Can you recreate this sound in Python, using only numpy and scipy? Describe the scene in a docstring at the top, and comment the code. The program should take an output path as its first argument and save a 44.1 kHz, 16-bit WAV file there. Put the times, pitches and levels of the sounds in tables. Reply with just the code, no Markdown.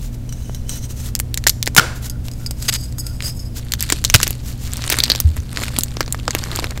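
"""Chalk block snapped and crushed

Hands rub a dry block of gym chalk until it rings, snap it in two and crush one half in a fist.
Noise bursts make the breaks, filtered jolts the cracks, showers of tiny grains the crumbs, and
narrow-band tones the ringing chalk. The big breaks overload the microphone and wake a small room;
an electrical hum lies over low rumble and faint hiss."""
import sys
import numpy as np
from scipy import signal
from scipy.fft import rfft, irfft
from scipy.io import wavfile

SR = 44100
rng = np.random.default_rng(int(sys.argv[2]) if len(sys.argv) > 2 else 0)


def to_wav(sig):
    """Store sig (one row per channel, or 1-D mono) as 16-bit WAV at the path in sys.argv[1].

    Samples outside -1..1 are clipped; the rate is SR.
    """
    pcm = np.clip(np.atleast_2d(sig), -1, 1) * 32767
    pcm = np.round(pcm).astype(np.int16)
    wavfile.write(sys.argv[1], SR, pcm.T)  # frames by channels


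N = 299880

# the block gives way: (time [s], level [dB], length [s], centre [Hz])
BREAKS = [(1.771, -15, 0.021, 6000), (1.777, -0.5, 0.01, 4260), (1.78, 9, 0.0056, 1530),
          (1.795, -4, 0.0027, 1460), (4.141, 6, 0.0017, 3100), (4.1454, 5, 0.0039, 2050),
          (4.152, 8, 0.00095, 3750), (4.915, -17.5, 0.019, 2250)]
# single cracks that stand out, all lifted later by CRACK_LIFT_DB:
# (time [s], level at 2-7 kHz [dB], lows relative to that [dB], highs relative to that [dB])
CRACKS = [(1.1523, -17, -18, -0.5), (1.1617, -32, -16, -10), (1.192, -32, -21, 4), (1.2, -22.5, -5, 7.5),
          (1.343, -22.5, -21, -2), (1.3751, -21, -20, -10), (1.4401, -29.5, -14, -5),
          (1.4676, -10, 1.5, -18), (1.4714, -2.5, -16, 0.5), (1.484, -17, -35, -5), (1.4946, -11, -26, 3),
          (1.4983, -15, -20, -12), (1.6278, -14, -14.5, -4), (1.66, -29, -20, 8),
          (1.6684, -22.5, -10.5, -24), (1.6753, -19, -5, -4), (1.7493, -27.5, -13, 4), (1.765, -5, -9, -1),
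          (2.284, -32.5, -3, -3), (2.739, -23, -17, 0), (2.925, -41, -13, -4), (3.2055, -28, -11.5, -18),
          (3.2237, -29.5, -13, -9), (3.721, -19.5, -19, -4.5), (3.7372, -16.5, -17, -2),
          (3.8073, -22.5, -23, 0), (3.8259, -22.5, -19, 3), (3.9015, -17, -7, -4.5),
          (3.9234, -5.5, -13, -8.5), (4.0416, -24, -1, 2.5), (4.0491, -4.5, -17.5, -12.5),
          (4.1001, -13, -16.5, -5), (4.1603, -8.5, -9.5, 0), (4.202, -24, -2, -6),
          (4.2307, -7.5, -18, -5.5), (4.27, -22.5, -16.5, -11), (4.278, -24, -11.5, 5),
          (4.3068, -28.5, 3, 14.5), (4.7348, -27.5, -19, 1), (4.77, -31, -29, -1), (4.8212, -30, -1, -12),
          (4.8404, -25.5, -1, -19), (4.901, -14, -8, 1), (4.925, -18, -1, 5), (4.942, -23, -8, -20),
          (4.9873, -17, -9, 1), (5.003, -13, -21.5, -19), (5.0373, -6, -23, -12.5), (5.0558, -27, -18, -21),
          (5.1005, -5.5, -19, -24), (5.118, -10.5, -20, -28), (5.151, -24.5, -11.5, -7),
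          (5.1593, -25.5, -18, -11), (5.2019, -16, -16, 7), (5.367, -36.5, -6, -1), (5.5727, -21, -8, -14),
          (5.593, -35, -7, -9), (5.619, -32, 1, -10), (5.645, -38, -8, -5), (5.787, -11, -10, 3.5),
          (5.809, -25, -29, -3), (5.835, -17, -19.5, 4), (5.9695, -27.5, -5.5, -16), (6.007, -16, 0, -4.5),
          (6.029, -32, -10, -20), (6.062, -36, -4, -15), (6.079, -33.5, -4, -16), (6.1252, -21.5, -13, 9),
          (6.146, -31, 0, -17), (6.2796, -19.5, 2, -18), (6.3075, -21, -20, -10), (6.35, -17.5, -2.5, -7),
          (6.388, -29, -15, -5), (6.5603, -25.5, -17, 8.5), (6.5898, -26, 4, -31), (6.6429, -22, -1, -13),
          (6.7756, -32.5, -7, -14)]
CRACK_LIFT_DB = 2.0
# squeezes of the fist; one whose end comes before its start is silent:
# (start [s], hardest [s], end [s], level [dB], swell [dB])
SQUEEZES = [(3.78, 3.83, 4.02, -31, 13), (4.058, 4.22, 4.35, -28.5, 14), (4.656, 4.932, 5.25, -29, 12),
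            (5.314, 5.378, 5.42, -38.5, 15), (5.495, 5.624, 5.77, -30.5, 13), (5.731, 5.775, 5.81, -35, 6),
            (5.866, 5.894, 5.7, -31, 12), (6.267, 6.56, 6.74, -31.5, 9.5)]
# low crunch of the finer crumbs, ahead of the grinding mix: (time [s], level [dB])
CRUMBLING = [(3.5, -46), (4.3, -13), (4.8, -5), (6.1, 0.5), (6.8, 4.5)]
# fingers stroking the chalk: (start [s], length [s], level [dB], how freely the piece rings [0-1])
STROKES = [(0, 0.083, -36.5, 0), (0.124, 0.037, -39.5, 0.05), (0.334, 0.28, -43, 0.4),
           (0.693, 0.1, -29, 0.26), (0.825, 0.039, -32.5, 0.4), (0.894, 0.035, -32.5, 0.15),
           (0.957, 0.08, -34, 0.07), (1.042, 0.057, -29, 0), (1.95, 0.036, -34, 0.05),
           (2.029, 0.052, -28.5, 0), (2.246, 0.037, -36, 0), (2.366, 0.11, -42, 0.02),
           (2.593, 0.13, -30, 0.1), (2.75, 0.14, -34.5, 0.85), (2.988, 0.023, -24, 1),
           (3.008, 0.18, -39, 0.83), (3.23, 0.072, -22.5, 0.44), (3.324, 0.16, -42, 0.85),
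           (3.556, 0.042, -28, 0.08), (4.441, 0.09, -31.5, 0.01), (4.601, 0.096, -33, 0)]
# a fingertip catches on an edge and lets go: (time [s], level [dB])
CATCHES = [(0.292, -39), (0.325, -33), (0.547, -29.5), (0.6935, -26.5), (2.0985, -28), (2.3148, -33),
           (2.336, -43), (2.462, -28), (2.5098, -26), (2.625, -27), (2.9835, -28.5), (3.067, -30),
           (3.393, -40)]
# the broken half skids on the skin: (time [s], level [dB], length [s])
SKIDS = [(2.679, -8, 0.025), (2.722, -17.5, 0.016), (2.736, -19, 0.037)]
# the half lies loose on the fingers and its lowest mode sounds: (start [s], end [s])
LOOSE_SPELLS = [(2.1, 2.22), (2.37, 2.52), (2.96, 3.15)]
# resonances of the whole block, then of the half: (frequency [Hz], width [Hz], relative level [dB])
WHOLE_MODES = [(3010, 62, -5.5), (4000, 180, -3.5), (5200, 110, -6.5), (5870, 220, 2.5), (6370, 170, 3),
               (8480, 300, -3.5)]
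HALF_MODES = [(6620, 330, -3), (7960, 400, -2), (8800, 400, -10), (11500, 3700, -2)]
# the half's strongest resonance bends as the grip changes: (time [s], frequency [Hz])
SQUEAK_BEND = [(2.66, 4970), (2.79, 4810), (2.93, 4920), (3.25, 5010)]
# dull knocks of the hands, the lumps and the table:
# (time [s], level before rise and decay [dB], pitch [Hz], rise [s], decay [s])
THUMPS = [(.005, -16.5, 38.6, 0.0098, 0.11), (0.496, -11.5, 540, 0.000089, 0.00061),
          (1.783, 6.5, 148, 0.0014, 0.0034), (4.087, -9, 34.6, 0.014, 0.036),
          (4.147, 10, 102, 0.00096, 0.0058), (5.243, 4.5, 77, 0.012, 0.028), (5.374, 1.5, 82, 0.017, 0.013),
          (5.785, -8, 246, 0.00078, 0.0033), (6.28, -15.5, 475, 0.00076, 0.007)]

# spectra of the layers: (frequency [Hz], relative level per Hz [dB])
CRACK_COLOUR = [(60, -46), (300, 5), (800, -3), (2200, 0.5), (2650, -2.5), (5800, -1), (7500, 2.5),
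                (10000, -6), (12000, -3), (15500, -8.5)]
GRIT_COLOUR = [(700, -14), (1500, -5.5), (2300, -4), (4500, -1.5), (5800, -6.5), (7500, -5), (10000, -12.5),
               (12500, -11.5), (15500, -22)]
CRUNCH_COLOUR = [(120, -19), (300, 1), (700, -1.5), (1500, -4.5), (2200, -7.5), (5000, -44)]
SKIN_COLOUR = [(300, 0), (1000, -7), (2500, -4), (4500, -2), (7000, 1.5), (10000, -6), (12000, -4),
               (15500, -7.5)]
RUSH_COLOUR = [(180, -43), (330, -9), (523, -2), (1370, -5), (2600, -10.5), (6840, -17), (15000, -29)]
ROOM_COLOUR = [(100, -8), (400, 16.5), (900, -14), (1450, -2.5), (2500, -4), (4600, -0.5), (7000, 1.5),
               (15500, 0)]
FLOOR_COLOUR = [(10, -0.5), (45, -1.5), (70, 0), (160, -9.5), (220, -14), (350, -24.5), (600, -29),
                (1100, -39.5), (2500, -43), (7000, -47), (15500, -50.5)]
# room decay by frequency: (frequency [Hz], time to fall 60 dB [s])
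ROOM_T60 = [(200, 0.64), (1500, 0.48), (7000, 0.51), (15000, 0.24)]
# electrical hum: (frequency [Hz], rms level [dB])
HUM = [(58.5, -33), (120, -31.5), (240, -43.5), (294, -51)]

SNAP_S = 1.78  # from here on the hand holds one half of the block
GRIP_S = 0.0094  # the fingers take hold and let go in this time
# between squeezes the closed fist still stirs the crumbs faintly
FIST_FROM_S, FIST_REST_DB = 3.55, -46.5
# between strokes, until the fist closes, the fingers never rest entirely
HOLD_FROM_S, HOLD_DB = 0.18, -60.5
# how far through its length a stroke peaks, and the drop half a length from there
STROKE_PEAK, STROKE_ENDS_DB = 0.49, -9
CATCH_TICK_DB, CATCH_TICK_S, CATCH_DECAY_S, CATCH_RING = 6.5, 0.0019, 0.0081, 0.74
SQUEAK_WIDTH_HZ, SQUEAK_DB = 400, 5
LOW_MODE_HZ, LOW_MODE_WIDTH_HZ, LOW_MODE_DB = 1417, 130, -53
RUSH_DB, RUSH_RISE_S, RUSH_T60_S = -21.5, 0.0046, 0.51
# the ring within the rush, its level relative to the rush
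RUSH_RING_HZ, RUSH_RING_WIDTH_HZ, RUSH_RING_DB = 1490, 190, -8
FLOOR_DB = -27.5
EDGE_HZ = 15850  # upper band limit


def breaks(fade_s=0.0011, slope_db=7, patchy_db=3, size=3000):
    """Each break is a noise burst for dense fractures, peaking at its centre and falling per octave."""
    out, t = np.zeros(N), np.arange(size) / SR
    for time, db, length, centre_hz in BREAKS:
        octaves_away = abs(np.log2((bins() + 50) / centre_hz))
        colour = -slope_db * octaves_away + patchy_db * fragment()
        # keep the middle of the filtered noise, where the filter has settled
        tear = unit(signal.fftconvolve(rng.standard_normal(2 * size), causal(colour))[size:2 * size])
        hold_then_fade = np.exp(-np.maximum(t - length, 0) / fade_s)
        add(out, time, amp(db) * tear * hold_then_fade)
    return out


def freed_halves(snaps):
    """The breaks set off the lowest bending mode of the freed halves."""
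    return amp(3) * resonate(snaps, hz=1430, width_hz=150)


def cracks(run_s=0.00045, run_db=5, scatter_s=0.0053, scatter_db=-3, patchy_db=3.0, size=1500):
    """A crack starts with a jolt, tears on briefly, and scatters off the hands and the table."""
    out, t, hz = np.zeros(N), np.arange(size) / SR, bins()
    middle = signal.butter(2, [2000, 7000], "band", fs=SR, output="sos")
    for time, db, low_db, high_db in CRACKS:
        tear = rng.standard_normal(size) * np.exp(-t / run_s)
        scatter = rng.standard_normal(size) * np.exp(-t / scatter_s)
        force = amp(run_db) * tear / np.linalg.norm(tear)
        force += amp(scatter_db) * scatter / np.linalg.norm(scatter)
        force[0] += 1  # the jolt
        tilt = read([(150, low_db), (1300, low_db + 6.0), (4000, 0), (5200, 0), (10000, high_db)], hz)
        colour = read(CRACK_COLOUR, hz) + tilt + patchy_db * fragment()
        click = signal.fftconvolve(force, causal(colour))
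        # mid-band energy, spread over 5 ms
        level = np.sqrt(np.sum(signal.sosfilt(middle, click) ** 2) / (.005 * SR))
        add(out, time, amp(db) * click / level)
    return amp(CRACK_LIFT_DB) * out


def hard_lump(clicks):
    """The last hard lump rings briefly each time it splits."""
    t = np.arange(N) / SR
    splitting = (t > 4.98) & (t < 5.18)
    return amp(-0.5) * resonate(clicks * splitting, hz=4330, width_hz=900)


def grinding():
    """Crumbs give way in the fist: sharp grit, soft powder, and a duller crunch from inside the palm."""
    t = np.arange(N) / SR
    pressure = sum(squeeze(*row) for row in SQUEEZES)
    pressure = np.maximum(pressure, amp(FIST_REST_DB) * (t > FIST_FROM_S))
    crunch_db = np.interp(t, *np.transpose(CRUMBLING))
    clumps = amp(2.5 * wander(N, 60))
    grit = amp(1.0) * grains(GRIT_COLOUR, per_s=420, spread_db=6.0, patchy_db=6.0, tear_s=0.00099)
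    crunch = grains(CRUNCH_COLOUR, per_s=230, spread_db=3.0, patchy_db=5, tear_s=0.0017)
    powder = amp(-6.0) * noise(GRIT_COLOUR)
    return pressure * clumps * (grit + powder + amp(crunch_db - 4.0) * crunch)


def squeeze(start, hardest, end, db, swell_db):
    """Pressure builds steadily in dB to its hardest point, then eases off."""
    t = np.arange(N) / SR
    grip = np.clip(np.minimum(t - start, end - t) / GRIP_S, 0, 1)
    return grip * amp(db + np.interp(t, [start, hardest, end], [-swell_db, 0, -swell_db]))


def rubbing():
    """Dusty skin catches and slips on the chalk: a fine hiss, plus the ring of the piece held."""
    t = np.arange(N) / SR
    hiss = 0.56 * noise(SKIN_COLOUR) * amp(2 * wander(N, 83))
    slips = hiss + 0.43 * grains(SKIN_COLOUR, per_s=3000, spread_db=7.5, patchy_db=7.0, tear_s=0.00033)
    touches = [(time, amp(db) * stroke(time, length), free) for time, length, db, free in STROKES]
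    touches += [(time, amp(db) * catch(time), CATCH_RING) for time, db in CATCHES]
    friction, whole, half, skid, loose = np.zeros((5, N))
    for time, force, free in touches:
        # each touch shares its power between hiss and ring
        friction += force * np.sqrt(1 - free)
        held = whole if time < SNAP_S else half
        held += force * np.sqrt(free)
    for time, db, length in SKIDS:
        add(skid, time, amp(db) * signal.windows.tukey(round(length * SR), .8))
    for start, end in LOOSE_SPELLS:
        add(loose, start, signal.windows.tukey(round((end - start) * SR)))
    # a skid tears grit off the edge
    scrape = 0.59 * skid * noise(GRIT_COLOUR)
    hold = amp(HOLD_DB + 2 * wander(N, 4.3)) * (t > HOLD_FROM_S) * (t < FIST_FROM_S)
    squeak = (np.interp(t, *np.transpose(SQUEAK_BEND)), SQUEAK_WIDTH_HZ, SQUEAK_DB)
    # the skin sticks and slips, so the squeak comes in fits
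    fits = unit(amp(4 * wander(N, 45)))
    half_pressure = fits * (half + .5 * hold * (t > SNAP_S)) + 0.5 * skid
    half_ring = ring(half_pressure, HALF_MODES + [squeak])
    low_ring = ring(amp(LOW_MODE_DB) * loose, [(LOW_MODE_HZ, LOW_MODE_WIDTH_HZ, 0)])
    return slips * (friction + hold) + scrape + ring(whole, WHOLE_MODES) + half_ring + low_ring


def stroke(start, length):
    """A finger speeds up and slows down again: one smooth bell."""
    u = 2 * ((np.arange(N) / SR - start) / length - STROKE_PEAK)
    return amp(np.maximum(STROKE_ENDS_DB * u ** 2, -120))


def catch(start):
    """A caught fingertip lets go with a tick, then slips briefly to rest."""
    out, t = np.zeros(N), np.arange(SR // 10) / SR
    add(out, start, amp(CATCH_TICK_DB) * np.exp(-t / CATCH_TICK_S) + np.exp(-t / CATCH_DECAY_S))
    return out


def ring(pressure, modes):
    """Friction drives the chalk's resonances; each swells, fades and bends as the grip shifts."""
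    out = np.zeros(N)
    for hz, width, db in modes:
        phase = 2 * np.pi * np.cumsum(hz * (1 + .012 * wander(N, 16))) / SR
        # two wandering quadratures spread the tone into a narrow band
        tone = wander(N, .8 * width) * np.cos(phase) + wander(N, .8 * width) * np.sin(phase)
        out += amp(db + 3 * wander(N, 30)) * tone
    return pressure * unit(out)


def thumps():
    """Soft blows, each one quickly damped swing."""
    out, t = np.zeros(N), np.arange(SR // 2) / SR
    for time, db, hz, rise, decay in THUMPS:
        envelope = (1 - np.exp(-(t / rise) ** 2)) * np.exp(-t / decay)
        add(out, time, -amp(db) * np.sin(2 * np.pi * hz * t) * envelope)
    return out


def rush():
    """The snap leaves a warm rush that fades smoothly, tinged by the lowest mode of the halves."""
    age = np.maximum(np.arange(N) / SR - SNAP_S, 0)
    fade = amp(RUSH_DB - 60 * age / RUSH_T60_S) * (1 - np.exp(-age / RUSH_RISE_S))
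    tinge = ring(amp(RUSH_RING_DB) * fade, [(RUSH_RING_HZ, RUSH_RING_WIDTH_HZ, 0)])
    return fade * noise(RUSH_COLOUR) + tinge


def room(x, turns_per_s=55):
    """A diffuse tail, quickest to die in the top treble; the sound turns through four different tails."""
    out, turn = np.zeros(N), 2 * np.pi * turns_per_s * np.arange(N) / SR
    for quarter in range(4):
        hz, t, z = signal.stft(rng.standard_normal(SR * 2 // 3), SR, nperseg=256)
        decay_db = read(ROOM_COLOUR, hz)[:, None] - 60 * t / read(ROOM_T60, hz)[:, None]
        onset = 1 - np.exp(-t / 0.00082)
        tail = signal.istft(z * amp(decay_db) * onset, SR, nperseg=256)[1]
        facing = np.maximum(np.cos(turn + quarter * np.pi / 2), 0)
        out += signal.oaconvolve(x * facing, tail / np.linalg.norm(tail))[:N]
    return out


def background():
    """A slightly wavering hum over low rumble and faint hiss."""
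    t, hum = np.arange(N) / SR, np.zeros(N)
    for hz, db in HUM:
        phase = 2 * np.pi * (hz * t + rng.random()) + 0.063 * wander(N, 17)
        hum += amp(db) * np.sqrt(2) * np.sin(phase) * amp(0.31 * wander(N, 1.9))
    return amp(FLOOR_DB) * noise(FLOOR_COLOUR) + hum


def grains(colour, per_s, spread_db, patchy_db, tear_s, count=24, size=300):
    """Tiny fractures of random size, each a short tear through one of many differently ringing fragments."""
    strength = amp(spread_db * np.minimum(rng.exponential(1, N), 3.5))
    force = strength * rng.choice([-1, 1], N) * (rng.random(N) < per_s / SR)
    which, out = rng.integers(0, count, N), np.zeros(N)
    for k in range(count):
        # brittle crumbs tick, soft ones tear for longer
        length = tear_s * 2 ** rng.uniform(-0.64, 1)
        tear = rng.standard_normal(size) * np.exp(-np.arange(size) / SR / length)
        grain = signal.fftconvolve(tear, causal(read(colour, bins()) + patchy_db * fragment(1430)))
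        out += signal.oaconvolve(force * (which == k), unit(grain))[:N]
    return unit(out)


def fragment(width_hz=900):
    """Each piece of chalk has its own peaks and dips along frequency."""
    knots = np.arange(0, SR, width_hz)
    return np.interp(bins(), knots, rng.standard_normal(len(knots)))


def resonate(x, hz, width_hz):
    """A single resonance driven by x."""
    return signal.lfilter(*signal.iirpeak(hz, hz / width_hz, fs=SR), x)


def noise(colour):
    """Steady noise of rms 1 with the given spectrum."""
    return unit(irfft(rfft(rng.standard_normal(N)) * amp(read(colour, bins(N))), N))


def wander(size, rate):
    """Smooth random drift of rms 1 that changes about rate times a second."""
    smoothing = np.exp(-(bins(size) / rate) ** 2)
    return unit(irfft(rfft(rng.standard_normal(size)) * smoothing, size))


def causal(db):
    """Minimum-phase response with the given gain on bins(): all ringing follows the blow."""
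    cepstrum = irfft(db * np.log(10) / 20)
    half = len(cepstrum) // 2
    cepstrum[1:half] *= 2
    cepstrum[half + 1:] = 0
    return irfft(np.exp(rfft(cepstrum)))


def read(points, hz):
    """A spectrum joined by straight lines on a log-frequency axis."""
    f, value = np.transpose(points)
    return np.interp(np.log(hz + 1), np.log(f + 1), value)


def bins(size=2048):
    """Frequencies of a real spectrum, in Hz."""
    return np.fft.rfftfreq(size, 1 / SR)


def amp(db):
    """Decibels to amplitude."""
    return 10 ** (np.asarray(db) / 20)


def unit(x):
    """Scale to rms 1."""
    return x / np.sqrt(np.mean(x ** 2) + 1e-20)


def add(mix, time, sound):
    """Lay a sound into the mix at a time in seconds."""
    part = mix[max(round(time * SR), 0):][:len(sound)]
    part += sound[:len(part)]


def scene():
    """All layers in one channel; breaks, cracks and rubbing also feed the room."""
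    snaps, clicks, rub = breaks(), cracks(), rubbing()
    # the first break is in the open; the later one is shut in the fist, which damps ring and room
    openness = amp(np.interp(np.arange(N) / SR, [2, 4], [0, -10]))
    open_snaps = snaps * openness
    halves, lump = freed_halves(open_snaps), hard_lump(clicks)
    echo = room(amp(-31.5) * (clicks + lump) + amp(-25) * rub + amp(-24) * (open_snaps + halves))
    chalk = snaps + halves + clicks + lump + grinding() + rub
    return (chalk + thumps() + rush() + echo + background())[None]


def record(dry):
    """The input overloads, flattening peaks beyond full scale; then the band limit."""
    clipped = np.clip(dry, -1, 1)
    lowpass = signal.firwin(255, EDGE_HZ, window=("kaiser", 8), fs=SR)
    return signal.oaconvolve(clipped, lowpass[None], "same")


dry = scene()
out = record(dry)
to_wav(out)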